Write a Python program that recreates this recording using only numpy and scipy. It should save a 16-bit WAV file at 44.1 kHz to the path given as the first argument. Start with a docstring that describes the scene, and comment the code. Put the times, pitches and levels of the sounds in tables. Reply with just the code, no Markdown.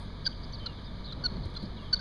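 """Distant town noise and an idling engine hum along a quiet residential street.
Guinea fowl give short high peeps with a strong third harmonic and a raspy onset.
Thin chirps and one hoarse rattle slide between the peeps; house fronts throw back a faint echo.
Air rumbles on the microphone, with a brief high rustle at the start and a few handling knocks later."""
import sys
import numpy as np
from scipy import signal
from scipy.fft import rfft, irfft
from scipy.io import wavfile

SR = 44100
rng = np.random.default_rng(int(sys.argv[2]) if len(sys.argv) > 2 else 0)


def transcribe(u):
    """Save the signal u as a 16-bit wav file named by the first command-line argument.

    u: samples, shape (n,) or (channels, n), limited to [-1, 1]; the rate is SR.
    q: integer samples, one column per channel.
    """
    v = np.clip(np.atleast_2d(u).T, -1, 1)
    q = np.round(v * 32767).astype(np.int16)
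    wavfile.write(sys.argv[1], SR, q)


N = 88420


def undb(db):
    return 10 ** (np.asarray(db) / 20)


def wander(cutoff_hz):
    """Smooth random drift, rms 1."""
    rolloff = np.sqrt(1 + (np.fft.rfftfreq(N, 1 / SR) / cutoff_hz) ** 6)
    drift = irfft(rfft(rng.standard_normal(N)) / rolloff, N)
    return drift / drift.std()


def noise(spectrum):
    """Noise shaped by (f/Hz, relative density/dB) points, rms 1."""
    hz, db = np.array(spectrum, float).T
    gain = undb(np.interp(np.log(np.fft.rfftfreq(N, 1 / SR) + 1), np.log(hz), db))
    shaped = irfft(rfft(rng.standard_normal(N)) * gain, N)
    return shaped / shaped.std()


def ramp(u):
    """Smooth step from 0 to 1."""
    return np.sin(np.pi / 2 * np.clip(u, 0, 1)) ** 2


def phase_of(hz):
    return 2 * np.pi * np.cumsum(hz) / SR


# town spectrum: f/Hz, relative density/dB
TOWN_SPECTRUM = [(24, 3.5), (60, -1.5), (110, -2), (200, -3), (300, -12.5), (450, -14.5), (620, -15.5),
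                 (800, -23.5), (950, -14), (1060, -21), (1170, -16), (1420, -26), (1670, -21.5),
                 (1970, -29), (2250, -23.5), (2720, -42), (3000, -28.5), (3450, -22), (4200, -22.5),
                 (4850, -26.5), (5500, -40), (6200, -42.5), (7000, -46), (7800, -59), (8900, -48.5),
                 (10300, -52), (12000, -58)]


def town(level_db=-42.5, waver_db=0.5):
    """Far town noise, nearly steady."""
    return noise(TOWN_SPECTRUM) * undb(level_db + waver_db * wander(6.3))


# engine harmonics: multiple of firing rate, rms level/dB
ENGINE_HARMONICS = [(1, -45), (2, -49.5), (3, -54), (4, -63), (5, -60.5)]


def engine(firing_hz=47.12, waver=0.0045):
    """A distant idling engine hums at multiples of its firing rate."""
    phase = phase_of(firing_hz * (1 + waver * wander(2.9)))
    return sum(np.sqrt(2) * undb(db) * np.sin(round(k) * phase + rng.uniform(0, 2 * np.pi))
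               for k, db in ENGINE_HARMONICS)


# air spectrum: f/Hz, relative density/dB
AIR_SPECTRUM = [(15, -12.5), (35, 0), (100, -4), (200, -8), (350, -16.5), (700, -23.5), (1400, -32.5),
                (2700, -47), (6000, -71.5)]
# gust envelope: t/s, level/dB
GUST_LEVELS = [(0, -53), (1.05, -51), (1.2, -39.5), (1.29, -40), (1.34, -37), (1.46, -41.5), (1.56, -50.5),
               (1.7, -43.5), (2.0, -66)]


def air(t):
    """Gusts rumble on the microphone."""
    times_s, levels_db = np.array(GUST_LEVELS).T
    return noise(AIR_SPECTRUM) * undb(np.interp(t, times_s, levels_db))


# rustle spectrum: f/Hz, relative density/dB
RUSTLE_SPECTRUM = [(5000, -17), (7900, -12), (8900, 5), (10300, -1), (11600, -19), (12500, -27)]


def rustle(t, level_db=-66.5, end_s=0.085, fade_s=0.098):
    """A faint high rustle that fades at once."""
    return undb(level_db) * noise(RUSTLE_SPECTRUM) * ramp((end_s - t) / fade_s)


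# tick and scuff spectra: f/Hz, relative density/dB
TICK_SPECTRUM = [(300, -13), (1500, 1), (2700, -1), (4500, 10), (6200, -5), (7800, -11), (9000, -5.5),
                 (10200, -9), (11200, -24)]
SCUFF_SPECTRUM = [(100, -15), (180, 6), (360, 15), (550, -28), (1200, -42.5)]
# handling knocks: t/s, tick level/dB, thud f/Hz, thud level/dB
HANDLING_KNOCKS = [(1.453, -51, 94, -31), (1.5, -58, 99, -59), (1.540, -53.5, 111, -53),
                   (1.626, -52.5, 200, -31.5)]


def knocks(t, tick_decay_s=0.009, scuff_decay_s=0.02, scuff_re_thud_db=-10.5, thud_peak_s=0.0106):
    """Each knock on the microphone gives a tick, a dull scuff and a soft thud."""
    out, tick, scuff = np.zeros(N), noise(TICK_SPECTRUM), noise(SCUFF_SPECTRUM)
    for start_s, tick_db, thud_hz, thud_db in HANDLING_KNOCKS:
        age_s = np.maximum(t - start_s, 0)
        tick_env = ramp(age_s / 0.00081) * np.exp(-age_s / tick_decay_s)
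        scuff_env = ramp(age_s / 0.0048) * np.exp(-age_s / scuff_decay_s)
        thud_env = (age_s / thud_peak_s * np.exp(1 - age_s / thud_peak_s)) ** 2
        out += undb(tick_db) * tick_env * tick
        out += undb(thud_db + scuff_re_thud_db) * scuff_env * scuff
        out += undb(thud_db) * thud_env * np.sin(2 * np.pi * thud_hz * age_s)
    return out


# house-front reflections: delay/s, gain/dB
REFLECTIONS = [(0.023, -28), (0.040, -27.5), (0.059, -32), (0.104, -31.5)]


def street_echo(direct, t, t60_s=0.8, tail_db=-22, blur_hz=160, flicker_db=2):
    """House fronts return a few reflections and a thin diffuse tail, broken and blurred."""
    response = rng.standard_normal(N) * np.exp(-np.log(1000) * t / t60_s) * ramp(t / 0.0042)
    response *= undb(tail_db) / np.linalg.norm(response)
    for delay_s, db in REFLECTIONS:
        response[int(delay_s * SR)] += undb(db)
    echo = signal.fftconvolve(direct, response)[:N]
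    blur = 0.35 * (wander(blur_hz) + 1j * wander(blur_hz))
    modulation = (1 + blur) * undb(flicker_db * wander(70))
    modulation /= np.sqrt(np.mean(np.abs(modulation) ** 2))
    return (signal.hilbert(echo) * modulation).real


def rattle(t, start_s=1.056, end_s=1.119, pulse_hz=112, first_hz=4080, last_hz=3495):
    """A distant bird's hoarse run of pulses, sinking in pitch as it grows."""
    level_db, rise_db, jitter = -47, 2.5, 0.06
    age_s, left_s = t - start_s, end_s - t
    progress = np.clip(age_s / (end_s - start_s), 0, 1)
    hz = (first_hz + (last_hz - first_hz) * progress) * (1 + jitter * wander(930))
    gate = ramp(age_s / 0.005) * ramp(left_s / 0.0032)
    pulses = gate * np.abs(np.sin(np.pi * pulse_hz * left_s))
    return undb(level_db + rise_db * progress) * pulses * np.sqrt(2) * np.sin(phase_of(hz))


# bird chirps: t/s, length/s, first f/Hz, middle f/Hz, last f/Hz, level/dB, hoarseness 0-1
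BIRD_CHIRPS = [ (0.244, 0.022, 4650, 4940, 4650, -44, 0.4), (0.2527, 0.011, 4700, 4440, 3280, -34, 0.3),
               (0.255, 0.013, 3350, 3324, 3180, -38.5, 0.2), (0.317, 0.018, 3420, 3280, 3180, -48.5, 0.37),
               (0.433, 0.02, 4450, 4850, 4750, -47, 0.54), (0.524, 0.0074, 5840, 6060, 6160, -54.5, 0.2),
               (0.53, 0.032, 4170, 4680, 3600, -42, 0.27), (0.577, 0.028, 4550, 4450, 3830, -50.5, 0.2),
               (0.594, 0.077, 3200, 3080, 3080, -50, 0.17), (0.658, 0.075, 2990, 2860, 2750, -53, 0.2),
               (0.715, 0.088, 3600, 3520, 2900, -58.5, 0.15), (0.840, 0.034, 4250, 4920, 4600, -51.5, 0.25),
               (0.858, 0.048, 3750, 3600, 3400, -51.5, 0.15), (1.038, 0.033, 3600, 4280, 4550, -46, 0.5),
               (1.431, 0.024, 4530, 4210, 4220, -49, 0.5), (1.549, 0.0082, 3700, 3560, 3400, -43.5, 0.5),
               (1.586, 0.032, 4200, 4500, 4650, -50.5, 0.38), (1.615, 0.052, 4500, 4380, 4720, -49, 0.65),
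               (1.768, 0.020, 4130, 3630, 2850, -49, 0), (1.784, 0.051, 2930, 2780, 2810, -55, 0.08),
               (1.812, 0.090, 3430, 3230, 3020, -55.5, 0.14), (1.951, 0.020, 4600, 4550, 3230, -38, 0.34), ]


def chirps(t, waver_depth=0.011, flicker_db=0.5, fray_hz=410):
    """Thin quavering whistles, each on one arc; hoarse ones fray into a band around their pitch."""
    out = np.zeros(N)
    waver = 1 + waver_depth * wander(470)
    flicker = undb(flicker_db * wander(98))
    fray = (wander(fray_hz) + 1j * wander(fray_hz)) / np.sqrt(2)
    for start_s, length_s, first_hz, middle_hz, last_hz, db, hoarse in BIRD_CHIRPS:
        progress = np.clip((t - start_s) / length_s, 0, 1)
        arch = 1 - (2 * progress - 1) ** 2
        bend_hz = middle_hz - (first_hz + last_hz) / 2
        hz = first_hz + (last_hz - first_hz) * progress + bend_hz * arch
        voice = (1 - hoarse + hoarse * fray) / np.hypot(1 - hoarse, hoarse)
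        whistle = np.imag(voice * np.exp(1j * phase_of(hz * waver)))
        out += undb(db) * ramp(arch / 0.54) * whistle
    return out * flicker


# throat rasp: f/Hz, relative density/dB
THROAT_SPECTRUM = [(1200, -10), (2600, -8), (3300, -9), (4000, 9.5), (4800, 10.5), (5500, -30),
                   (6300, -19.5), (7800, -25.5), (9000, -20.5), (12000, -52.5)]
# peep overtones: harmonic number, level/dB re third harmonic
PEEP_OVERTONES = [(2, -28), (3, 0), (4, -24.5), (5, -43), (6, -44.5)]
# peeps: t/s, length/s, peak effort t/s, first f/Hz, last f/Hz, glide exponent, third harmonic level/dB,
# fundamental level/dB, roughness 0-1, flutter f/Hz, flutter depth, onset overshoot/fraction of pitch
FOWL_PEEPS = [ (0.260, 0.0212, 0.2713, 1669, 1471, 0.75, -22, -34, 0.19, 650, 0.12, 0.0296),
              (0.658, 0.019, 0.6668, 1510, 1292, 0.65, -29.5, -43, 0.22, 500, 0.15, 0.06),
              (1.12, 0.017, 1.128, 1450, 1253, 0.8, -37.5, -49, 0.17, 699, 0.43, 0.1),
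              (1.2365, 0.035, 1.2615, 1486, 1336, 4.55, -21.5, -35.5, 0.08, 560, 0.08, 0),
              (1.559, 0.022, 1.570, 1410, 1339, 1.13, -35.5, -49, 0.22, 659, 0.82, 0.0415),
              (1.9263, 0.023, 1.937, 1484, 1485, 1.3, -16.5, -34.5, 0.07, 496, 0.14, 0.12),
              (1.989, 0.032, 2.000, 1520, 1484, 1.5, -44, -42.5, 0.54, 546, 0.27, 0.05), ]


def guinea_fowl(t, attack_s=0.0053, release_s=0.0042, swell_s=0.0066, rasp_hz=775):
    """Falling peeps: effort swells the overtones, a second vibration adds side tones, the onset rasps."""
    rough_decay_s, overshoot_s = 0.014, 0.0038
    out, breath = np.zeros(N), noise(THROAT_SPECTRUM)
    shimmer, jitter = wander(rasp_hz), wander(rasp_hz)
    for (start_s, length_s, peak_s, first_hz, last_hz, exponent, third_db, fundamental_db,
         roughness, flutter_hz, flutter_depth, overshoot) in FOWL_PEEPS:
        age_s = t - start_s
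        progress = np.clip(age_s / length_s, 0, 1)
        hz = first_hz + (last_hz - first_hz) * progress ** exponent
        hz *= 1 + overshoot * np.exp(-(age_s / overshoot_s) ** 2)
        rasp = 1.96 * roughness * np.exp(-np.maximum(age_s, 0) / rough_decay_s)
        flutter = flutter_depth * progress * np.sin(2 * np.pi * flutter_hz * age_s + 0.23 * jitter)
        phase = phase_of(hz) + rasp * jitter / np.pi + 0.4 * flutter
        gate = ramp(age_s / attack_s) * ramp((length_s - age_s) / release_s)
        effort = 0.4 + 0.6 * np.exp(-((t - peak_s) / swell_s) ** 2)
        overtones = sum(undb(db) * np.sin(round(k) * phase) for k, db in PEEP_OVERTONES)
        voice = overtones * (1 + flutter + 0.5 * rasp * shimmer) + rasp * breath
        out += gate * undb(third_db) * effort * voice
        out += gate * undb(fundamental_db) * np.sqrt(effort) * np.sin(phase)
    return out


def scene():
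    """Birds and their echo over town, engine and microphone noise; mono."""
    t = np.arange(N) / SR
    birds = guinea_fowl(t) + chirps(t) + rattle(t)
    street = birds + street_echo(birds, t) + engine() + town()
    return (street + air(t) + knocks(t) + rustle(t))[None]


# microphone response dips: f/Hz, 1/e half-width/Hz, gain/dB
MIC_DIPS = [(2735, 62, -14.5), (5457, 334, -9.5), (7760, 550, -5.5), (10860, 260, -14.5)]


def record(dry, lowpass_hz=12000):
    """The microphone has a few narrow dips; the recorder cuts the top."""
    bins_hz = np.fft.rfftfreq(2 * N, 1 / SR)
    response_db = sum(db * np.exp(-((bins_hz - hz) / width_hz) ** 2) for hz, width_hz, db in MIC_DIPS)
    heard = irfft(rfft(dry, 2 * N) * undb(response_db), 2 * N)[:, :N]
    return signal.sosfilt(signal.ellip(8, 0.2, 70, lowpass_hz, fs=SR, output="sos"), heard)


dry = scene()
out = record(dry)
transcribe(out)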